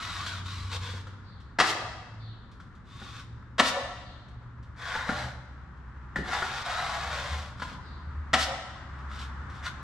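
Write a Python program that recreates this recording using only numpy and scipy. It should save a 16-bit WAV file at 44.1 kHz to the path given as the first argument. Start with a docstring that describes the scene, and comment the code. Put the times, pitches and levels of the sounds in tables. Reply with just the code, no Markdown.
"""A taping knife scrapes joint compound down a drywall corner in a tall steel-roofed hall, while
traffic hums outside. Grit under the edge hisses, rings the blade and drives the board; knocks thud
and tick on the wall. The first of four faint, high chirps hangs in the hall. Then the blade clacks on
the mud pan and is drawn clean over its rim, rubbing out a hollow note. Twice more the knife works the
wall and returns to the pan, and it ends with a few short scrapes."""
import sys
import numpy as np
from scipy import signal
from scipy.fft import rfft, irfft, next_fast_len
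from scipy.io import wavfile
from scipy.ndimage import uniform_filter1d

SR = 44100
rng = np.random.default_rng(int(sys.argv[2]) if len(sys.argv) > 2 else 0)


def int16_out(signal):
    """Quantize to a 16-bit WAV file."""
    q = np.round(np.clip(np.atleast_2d(signal).T, -1, 1) * 32767)
    wavfile.write(sys.argv[1], SR, q.astype(np.int16))


N = 433498
TIME = np.arange(N) / SR


def amp(db):
    """Decibels to gain."""
    return 10 ** (np.asarray(db) / 20)


def unit_rms(x):
    """Scales to rms 1."""
    return x / np.sqrt(np.mean(x ** 2) + 1e-20)


def at_hz(points, hz):
    """Reads a table on a log-frequency axis."""
    points_hz, values = np.transpose(points)
    return np.interp(np.log(hz + 1), np.log(points_hz + 1), values)


def automation(rows, column=1):
    """One column of a table, joined by straight lines over time."""
    rows = np.array(rows)
    return np.interp(TIME, rows[:, 0], rows[:, column])


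def add(mix, start_s, sound):
    """Lays a sound into the mix."""
    part = mix[max(round(start_s * SR), 0):][:len(sound)]
    part += sound[:len(part)]


def colour(x, spectrum):
    """Minimum-phase EQ of unit energy: the spectrum sets only the tone."""
    log_gain = np.log(amp(at_hz(spectrum, abs(np.fft.fftfreq(4096, 1 / SR)))))
    response = np.exp(np.conj(signal.hilbert(log_gain)))
    taps = np.fft.ifft(response).real[:2048]
    return signal.oaconvolve(x, taps / np.linalg.norm(taps))[:N]


def wander(per_s):
    """Random drift of rms 1."""
    knots = rng.standard_normal(4000)
    return unit_rms(np.interp(TIME * per_s, np.arange(len(knots)), knots))


def resonate(x, hz, *widths_hz):
    """Resonances in series, one per width, that follow the curve hz; rms 1."""
    carrier = np.exp(2j * np.pi * np.cumsum(hz) / SR)
    for width_hz in widths_hz:
        pole = np.exp(-np.pi * width_hz / SR)
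        x = unit_rms((carrier * signal.lfilter([1 - pole], [1, -pole], x / carrier)).real)
    return x


def grit(per_s, spread_db, smear):
    """Friction: tiny slips of uneven size over a smooth smear."""
    slips = (rng.random(N) < per_s / SR) * rng.standard_normal(N)
    slips *= amp(spread_db * np.minimum(rng.exponential(1, N), 4))
    return unit_rms(unit_rms(slips) + smear * rng.standard_normal(N))


def pull(start_s, length_s, rise_s, release_s, change_db):
    """Envelope of one pull: the blade lands, its pressure drifts by change_db, and it lifts."""
    t, gain = np.arange(0, length_s, 1 / SR), np.zeros(N)
    lands = np.minimum(t / rise_s, 1) ** 0.9
    lifts = np.minimum((length_s - t) / release_s, 1) ** 1.5
    drift = amp(np.interp(t, [rise_s, length_s], [0, change_db]))
    add(gain, start_s, lands * lifts * drift)
    return gain


# Pulls along the wall; the sends feed the blade's ring and the board's drone:
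# start_s, length_s, rise_s, release_s, level_db, change_db, ring_send_db, drone_send_db, board_pitch_hz
STROKES = [(0.0, 0.45, 0.0017, 0.078, -38.5, -3.5, 3.5, -9.5, 677),
           (0.44, 0.3, 0.022, 0.035, -42, -9, 0, -18, 820),
           (0.698, 0.081, 0.031, 0.015, -38.5, 2, -0.5, -2.5, 506),
           (0.795, 0.24, 0.037, 0.025, -41, -11, 3.5, -6, 490),
           (2.842, 0.43, 0.21, 0.07, -47.5, -3.5, 3.5, -13, 900),
           (4.757, 0.33, 0.17, 0.014, -39, -10, 12, 7, 830),
           (5.067, 0.32, 0.019, 0.14, -40, -6.5, 8, 5, 593),
           (6.229, 0.2, 0.11, 0.016, -36, -2.5, 9.5, 8, 764),
           (6.425, 0.21, 0.02, 0.0079, -40, 0.5, 6.5, 2, 763),
           (6.641, 0.515, 0.017, 0.038, -37.5, -3, 8, 5, 677),
           (7.109, 0.48, 0.048, 0.18, -37, -11, 6.5, 3.5, 593),
           (7.566, 0.21, 0.03, 0.044, -52, 1, 4.5, -4, 827),
           (9.072, 0.23, 0.19, 0.081, -43.5, -3.5, 0, -12, 780),
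           (9.523, 0.11, 0.039, 0.02, -54, -9, 4, 0, 760),
           (9.625, 0.078, 0.046, 0.04, -35.5, 4, 7.5, -1, 840)]
# The hand's path and the blade's two notes: time_s, height_m, bend_hz, squeak_hz, squeal_amount
HAND = [(0, 1.04, 1310, 3830, 0.17), (.2, 0.81, 1133, 3650, 0.42), (.3, 1.05, 1500, 3930, 0.59),
        (.4, 1.07, 1093, 3440, 0.66), (.6, 0.63, 1157, 3930, 0.5), (.9, 0.46, 1006, 3440, 0.28),
        (3, 0.89, 1160, 3560, 0.52), (3.3, 2.7, 1110, 3550, 0.15), (4.9, 1.97, 1464, 3470, 0.36),
        (5.2, 1.01, 1470, 3870, 0.28), (6.3, 1.4, 1376, 3450, 0.17), (6.9, 0.86, 1205, 3920, .3),
        (7.25, 0.48, 1070, 3415, 0.068), (9.2, 1.6, 1310, 3500, 0.13), (9.8, 1.65, 1370, 3515, 0.16)]
# Tone of the hissing edge, the steel blade and the hollow board: frequency_hz, gain_db
EDGE_EQ = [(1500, -21), (2200, -5.5), (2750, -3.5), (3400, 0.5), (4200, -3), (5200, -6.5), (7000, -12.5),
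           (8500, -16.5), (10800, -27), (12400, -27.5), (15500, -48)]
BLADE_EQ = [(600, -20.5), (850, -1.5), (1100, 6.5), (1500, 7), (2000, 3.5), (2400, -8.5), (3200, -38.5),
            (15500, -73.5)]
BOARD_EQ = [(100, -6.5), (220, -17), (350, -36), (470, -3.5), (600, -3), (730, 10), (900, 7), (1300, -31.5),
            (15500, -74.5)]


def scrapes():
    """Grit under the edge hisses, rings the blade and drives the board; the side wall echoes it."""
    hiss, ring, drone, board_hz = np.zeros((4, N))
    drag = amp(-0.5 * wander(per_s=16))  # the blade drags unevenly through the compound
    for start_s, length_s, rise_s, release_s, level_db, change_db, ring_db, drone_db, hz in STROKES:
        pressure = amp(level_db) * drag * pull(start_s, length_s, rise_s, release_s, change_db)
        hiss += pressure
        ring += amp(ring_db) * pressure
        drone += amp(drone_db) * pressure
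        board_hz[TIME >= start_s] = hz
    ring, drone = uniform_filter1d([ring, drone], size=1500)  # both follow the pressure lazily
    slips = grit(per_s=1800, spread_db=2.2, smear=1.1) * amp(.9 * wander(per_s=70))
    # The blade's notes shift as it is pressed and tilted, and stand out when the edge runs dry.
    bend_hz = automation(HAND, column=2) * (1 + .03 * wander(per_s=14))
    squeak_hz = automation(HAND, column=3) * (1 + .015 * wander(per_s=20))
    squeal = automation(HAND, column=4)

    def voice(eq, note_gain, hz, widths_hz):
        """Equal-power blend of plain scrape and a singing note."""
        note = resonate(slips, hz, *widths_hz)
        return (colour(slips, eq) + note_gain * note) / np.hypot(1, note_gain)

    edge = voice(EDGE_EQ, squeal, squeak_hz, widths_hz=(220, 600))
    blade = voice(BLADE_EQ, 1.5 * squeal, bend_hz, widths_hz=(150, 400))
    board = voice(BOARD_EQ, 0.48, board_hz, widths_hz=(86, 172))
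    scrape = amp(-0.5) * hiss * edge + amp(-4.5) * ring * blade + amp(-5) * drone * board
    echo_delay_s = np.hypot(automation(HAND), .4) / 343  # moves with the hand's height
    return 0.78 * (scrape + 0.22 * np.interp(TIME - echo_delay_s, TIME, scrape))


# An engine gathering speed, and a deeper one: time_s, pitch_hz, level_db
RISING_ENGINE = [(0, 92, -59), (.3, 92.5, -40), (.8, 93.5, -36), (1.2, 96.6, -47.5), (1.6, 103, -56),
                 (1.87, 106, -46), (2.03, 108, -50.5), (2.24, 109.6, -40.5), (2.52, 112, -64),
                 (3.28, 116, -46.5), (3.9, 117, -57.5), (4.44, 118.5, -45.5), (4.95, 121.5, -59.5),
                 (5.25, 123.6, -40), (5.5, 125, -57.5), (7.4, 129.8, -54), (9.83, 134, -53.5)]
DEEP_ENGINE = [(0, 66.7, -72), (.6, 66.9, -47), (1.5, 67.5, -72), (2.7, 68, -62.5), (3.3, 68.6, -50),
               (3.8, 69, -57), (4.7, 70.03, -49.5), (5.25, 71, -46), (5.9, 62.3, -47.5), (6.85, 65.2, -53),
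               (7.28, 71.24, -35.5), (7.8, 76.1, -48.5), (8.2, 74, -34.5), (8.62, 68, -50.5),
               (9.2, 69.25, -40), (9.83, 71.97, -39.5)]
# Fader moves of the road noise: time_s, tyres_db, rumble_db
ROAD_LEVELS = [(0, -46.5, -46), (.7, -53.5, -47), (1.4, -57, -48.5), (2.8, -58.5, -48), (4.3, -57.5, -49),
               (5.8, -55, -49.5), (6.4, -51, -49), (7, -57, -47), (8, -50.5, -46), (8.7, -50, -48.5),
               (9.2, -45.5, -45.5), (9.83, -47, -45.5)]
# Tone of the tyres and the rumble: frequency_hz, gain_db
TYRE_EQ = [(250, -9), (450, -15.5), (700, -10.5), (1000, 0.5), (1350, 1.5), (1850, -5), (2400, -17),
           (3500, -22.5), (5500, -30), (8000, -35.5), (10000, -54), (15000, -73)]
RUMBLE_EQ = [(15, -31), (28, -11.5), (45, -1.5), (70, 1), (110, -2), (170, -6.5), (240, -10.5),
             (350, -19.5), (600, -27), (1500, -57), (4000, -73)]


def traffic():
    """Two engine notes, the roar of tyres and a rumble come through the walls."""
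    hum = np.zeros(N)
    for engine, roughness, width_hz in [(RISING_ENGINE, .4, 12), (DEEP_ENGINE, .6, 9)]:
        pitch_hz, level_db = automation(engine), automation(engine, column=2)
        throb = resonate(rng.standard_normal(N), pitch_hz, width_hz, 3 * width_hz)
        phase = 2 * np.pi * np.cumsum(pitch_hz) / SR
        tone = np.sqrt(2) * np.sin(phase) + amp(-26.5) * np.sin(2 * phase)
        hum += amp(level_db) * unit_rms(tone + roughness * throb)
    tyres = amp(automation(ROAD_LEVELS) + .5 * wander(per_s=37))
    rumble = amp(automation(ROAD_LEVELS, column=2))
    road = [tyres * colour(tyre_noise, TYRE_EQ) + rumble * colour(low_noise, RUMBLE_EQ)
            for tyre_noise, low_noise in rng.standard_normal((2, 2, N))]
    return hum + diffuse(np.array(road))


def contact(decay_s, rise_s):
    """A blow of a springy blade: a burst of chatter that dies at once."""
    t = np.arange(SR // 8) / SR
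    return rng.choice([-1., 1.], len(t)) * (1 - np.exp(-t / rise_s)) * np.exp(-t / decay_s)


def ringing(blows, modes):
    """Blows ring a bank of decaying modes of unit energy."""
    t = np.arange(SR // 2) / SR
    ring = sum(amp(db - 60 * t / t60_s) * np.sin(2 * np.pi * hz * t) for hz, db, t60_s in modes)
    return signal.oaconvolve(blows, ring / np.linalg.norm(ring))[:N]


# Blade hits on the wall: start_s, level_db, thud_send_db, tick_send_db, pitch_hz
KNOCKS = [(0.263, -39.5, -15, 6, 1570), (.724, -42.5, -10, 5.5, 1030), (.935, -43, 2.5, -10, 456),
          (1.068, -42.5, -6, -11, 504), (1.401, -62.5, -5, 3, 1190), (2.514, -65.5, -12, 7, 1200),
          (2.599, -48, -9, -9, 1340), (2.749, -68.5, -2, 5.5, 1200), (3.016, -44.5, 1.5, -10, 802),
          (3.423, -52, -12, -22, 1330), (4.282, -56.5, -5, -5, 1214), (4.627, -62.5, -18.5, 2, 1200),
          (4.951, -23, -20, -20, 883), (5.09, -22.5, -3, -20, 760), (5.768, -70, -13, 1, 1190),
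          (6.158, -24, -9.5, -15.5, 1733), (6.184, -38.5, 13, -12, 1720), (6.207, -54, 18, -3, 330),
          (6.421, -22, -27, -15, 735), (7.597, -38.5, -9, -9, 1048), (7.619, -26, -21, -14.5, 1020),
          (7.715, -52, 11.5, -4, 1000), (8.982, -59.5, -14, 1, 1184), (9.113, -41, -15, -10, 1310),
          (9.497, -54, -2, 1, 1200)]
# The knife's own ring: pitch_hz, level_db, t60_s
KNIFE_MODES = [(860, -5.5, 0.14), (1070, -7.5, 0.053), (1426, 5.5, 0.047), (1380, 3.5, 0.022),
               (1940, -10, 0.034), (2890, -9, 0.041)]
# Tone of the board's thud: frequency_hz, gain_db
THUD_EQ = [(30, -11), (60, 2.5), (120, -4), (200, 4.5), (330, -5), (430, -6), (560, -10), (750, -17.5),
           (1200, -45), (15500, -84.5)]


def knocks():
    """The blade lands and rings, with a note set by the spot; the board thuds and the edge ticks."""
    blows, note, thud, tick = np.zeros((4, N))
    for start_s, level_db, thud_db, tick_db, pitch_hz in KNOCKS:
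        blow = amp(level_db + 6) * contact(decay_s=.006, rise_s=.001)
        add(blows, start_s, blow)
        add(note, start_s, ringing(blow, [(pitch_hz, 0, 0.06)]))
        add(thud, start_s, amp(level_db + thud_db + 4) * contact(decay_s=.011, rise_s=.001))
        add(tick, start_s, amp(level_db + tick_db + 0.5) * contact(decay_s=.026, rise_s=.0014))
    steel = amp(-3.5) * colour(blows, BLADE_EQ) + amp(-7.5) * ringing(blows, KNIFE_MODES)
    return steel + amp(-5.5) * note + colour(thud, THUD_EQ) + colour(tick, EDGE_EQ)


# Faint high chirps: start_s, level_db, start_pitch_hz
CHIRPS = [(1.237, -66.5, 4440), (2.189, -61, 4190), (4.03, -62.5, 4200), (7.82, -63.5, 4510)]


def chirps():
    """Hoarse, far-off chirps: a falling tone roughened by noise."""
    track, progress = np.zeros(N), np.linspace(0, 1, SR // 5)
    lowpass = signal.butter(4, 600, fs=SR, output="sos")
    envelope = np.sin(np.pi * np.sqrt(progress))
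    for start_s, level_db, start_hz in CHIRPS:
        pitch_hz = start_hz * (1 - .2 * progress)
        tone = np.sin(2 * np.pi * np.cumsum(pitch_hz) / SR)
        rasp = unit_rms(signal.sosfilt(lowpass, rng.standard_normal(len(progress))))
        add(track, start_s, amp(level_db + 3.5) * envelope * rasp * tone)
    return track


# Blade hits on the mud pan, in three clusters: start_s, level_db, decay_s
CLACKS = [(1.586, -22, 0.013), (1.598, -17, 0.013), (1.608, -28.5, 0.032), (3.581, -30.5, 0.023),
          (3.5915, -16, 0.0027), (3.595, -13, 0.0096), (8.331, -20.5, 0.0038), (8.335, -16.5, 0.013)]
# Tone of the impact: frequency_hz, gain_db
CLACK_EQ = [(60, -38.5), (120, -11.5), (330, -3.5), (430, -9), (780, -1), (980, -2.5), (1320, -2.5),
            (1520, -2.5), (1880, -0.5), (2350, -10.5), (3300, -8.5), (5500, -15), (8500, -24.5),
            (15500, -55)]
# The loaded pan's ring: pitch_hz, level_db, t60_s
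PAN_MODES = [(272, -2, .1), (348, -16, 0.13), (553, -2.5, .2), (766.5, 5.5, 0.18), (1080, -18, 0.076),
             (1340, 5, 0.069), (1780, -6, .07), (1932, -3, 0.11), (2230, -6, .06), (2850, -16, .05),
             (3320, -18, .04), (4450, -18.5, .05)]


def pan_clacks():
    """The blade hits the pan, whose modes the compound damps quickly."""
    blows = np.zeros(N)
    for start_s, level_db, decay_s in CLACKS:
        add(blows, start_s, amp(level_db + 4.5) * contact(decay_s, rise_s=.0025))
    return colour(blows, CLACK_EQ) + amp(-13.5) * ringing(blows, PAN_MODES)


# The blade drawn over the rim: start_s, end_level_db
WIPES = [(1.632, -28), (3.618, -26.5), (8.362, -26.5)]
# Tone of steel sliding on the rim: frequency_hz, gain_db
WIPE_EQ = [(300, -19.5), (700, -31), (1300, 0), (2400, -1.5), (3400, 3), (5000, 1.5), (7000, -6),
           (8500, -9.5), (11000, -19), (15500, -28)]
# The pan's hollow note as the blade slides off: peak_s, level_db, pitch_hz, half_length_s
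GROANS = [(1.789, -41.5, 560, .06), (3.78, -37, 542.3, 0.063), (8.516, -38, 548.8, 0.063)]


def rim_wipes():
    """Steel hisses over the rim, louder as it gathers speed, then rubs out the pan's hollow note."""
    rub = grit(per_s=3000, spread_db=1.2, smear=1.2)
    swell_db = 4
    speed = np.zeros(N)
    for start_s, end_db in WIPES:
        slide = pull(start_s, length_s=.1, rise_s=.051, release_s=.03, change_db=swell_db)
        speed += amp(end_db - swell_db) * slide
    track = speed * colour(rub, WIPE_EQ)
    dull_rub, groan_width_hz = colour(rub, BOARD_EQ), 27
    for peak_s, level_db, pitch_hz, half_length_s in GROANS:
        envelope = np.exp(-((TIME - peak_s) / half_length_s) ** 2)
        track += amp(level_db) * envelope * resonate(dull_rub, np.full(N, pitch_hz), groan_width_hz)
    return track


# Left-right likeness of diffuse sound: frequency_hz, coherence_ratio
COHERENCE = [(60, 0.89), (300, 0.88), (700, 0.84), (1400, 0.63), (3000, 0.18), (6500, 0), (15000, 0)]


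def diffuse(pair):
    """Two unrelated signals become one field at two close microphones: narrow lows, wide highs."""
    size = next_fast_len(pair.shape[1], True)
    mid, side = rfft(pair, size)
    coherence = at_hz(COHERENCE, np.linspace(0, SR / 2, len(mid)))
    mid *= np.sqrt((1 + coherence) / 2)
    side *= np.sqrt((1 - coherence) / 2)
    return irfft(np.array([mid + side, mid - side]), size)[:, :pair.shape[1]]


def reflections(t60s, predelay_s, length_s):
    """Sparse echoes of random sign, each band dying at its own speed; unit energy per side."""
    size = int(length_s * SR)
    taps = rng.choice([-1., 1.], (2, size)) * (rng.random((2, size)) < .08)
    taps *= np.arange(size) / SR > predelay_s
    hz, age_s, bands = signal.stft(diffuse(taps), SR, nperseg=256)
    decay = amp(-60 * age_s / at_hz(t60s, hz)[:, None])
    tail = signal.istft(bands * decay, SR, nperseg=256)[1]
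    return tail / np.sqrt(np.sum(tail ** 2) / 2)


def moving_reverb(send, fades_per_s, t60s, predelay_s, length_s):
    """A moving source crossfades round four patterns of echoes."""
    wet = np.zeros((2, N))
    for pattern in range(4):
        distance = abs((TIME * fades_per_s - pattern) % 4 - 2)
        fade = np.cos(np.pi / 2 * np.minimum(distance, 1))
        echoes = reflections(t60s, predelay_s, length_s)
        wet += signal.oaconvolve((send * fade)[None], echoes, axes=1)[:, :N]
    return wet


# The hall's reverb time: frequency_hz, t60_s
HALL_DECAY = [(100, 0.34), (300, 0.98), (700, 1.236), (1400, 1.06), (3000, 1.07), (5000, 1.02),
              (8000, 0.86), (14000, 0.45)]


def scene():
    """Direct sound from slightly right, quick echoes off the corner, the hall's tail, and traffic."""
    stems = np.array([scrapes(), knocks(), pan_clacks(), rim_wipes(), chirps()])
    direct = amp([-2, -2.5, 1, -0.5, -21]) @ stems
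    early_send = amp([-5, -9, -9.5, -5.5, 3.5]) @ stems
    hall_send = amp([-13.5, -9, -5.5, -11.5, -0.5]) @ stems
    early_decay = [(100, 0.21), (15000, 0.17)]  # frequency_hz, t60_s
    early = moving_reverb(early_send, fades_per_s=7, t60s=early_decay, predelay_s=.001, length_s=.125)
    tail = moving_reverb(hall_send, fades_per_s=5, t60s=HALL_DECAY, predelay_s=.022, length_s=1.5)
    return np.array([np.roll(direct, 1), direct]) + early + tail + traffic()


# Balance of the microphone pair: frequency_hz, left_minus_right_db
MIC_BALANCE = [(100, 0.6), (500, 0.1), (1200, 2), (2500, 3), (4500, 1), (8000, 1), (13000, -6)]


def record(dry):
    """Each microphone has its own slight colour; a steep low-pass trims the top."""
    size = next_fast_len(N, True)
    balance_db = at_hz(MIC_BALANCE, np.fft.rfftfreq(size, 1 / SR))
    gains = amp(np.array([balance_db, -balance_db]) / 2)
    pair = irfft(rfft(dry, size) * gains, size)[:, :N]
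    lowpass = signal.firwin(511, cutoff=15650, window=("kaiser", 9), fs=SR)
    return signal.oaconvolve(pair, lowpass[None], "same")


dry = scene()
out = record(dry)
int16_out(out)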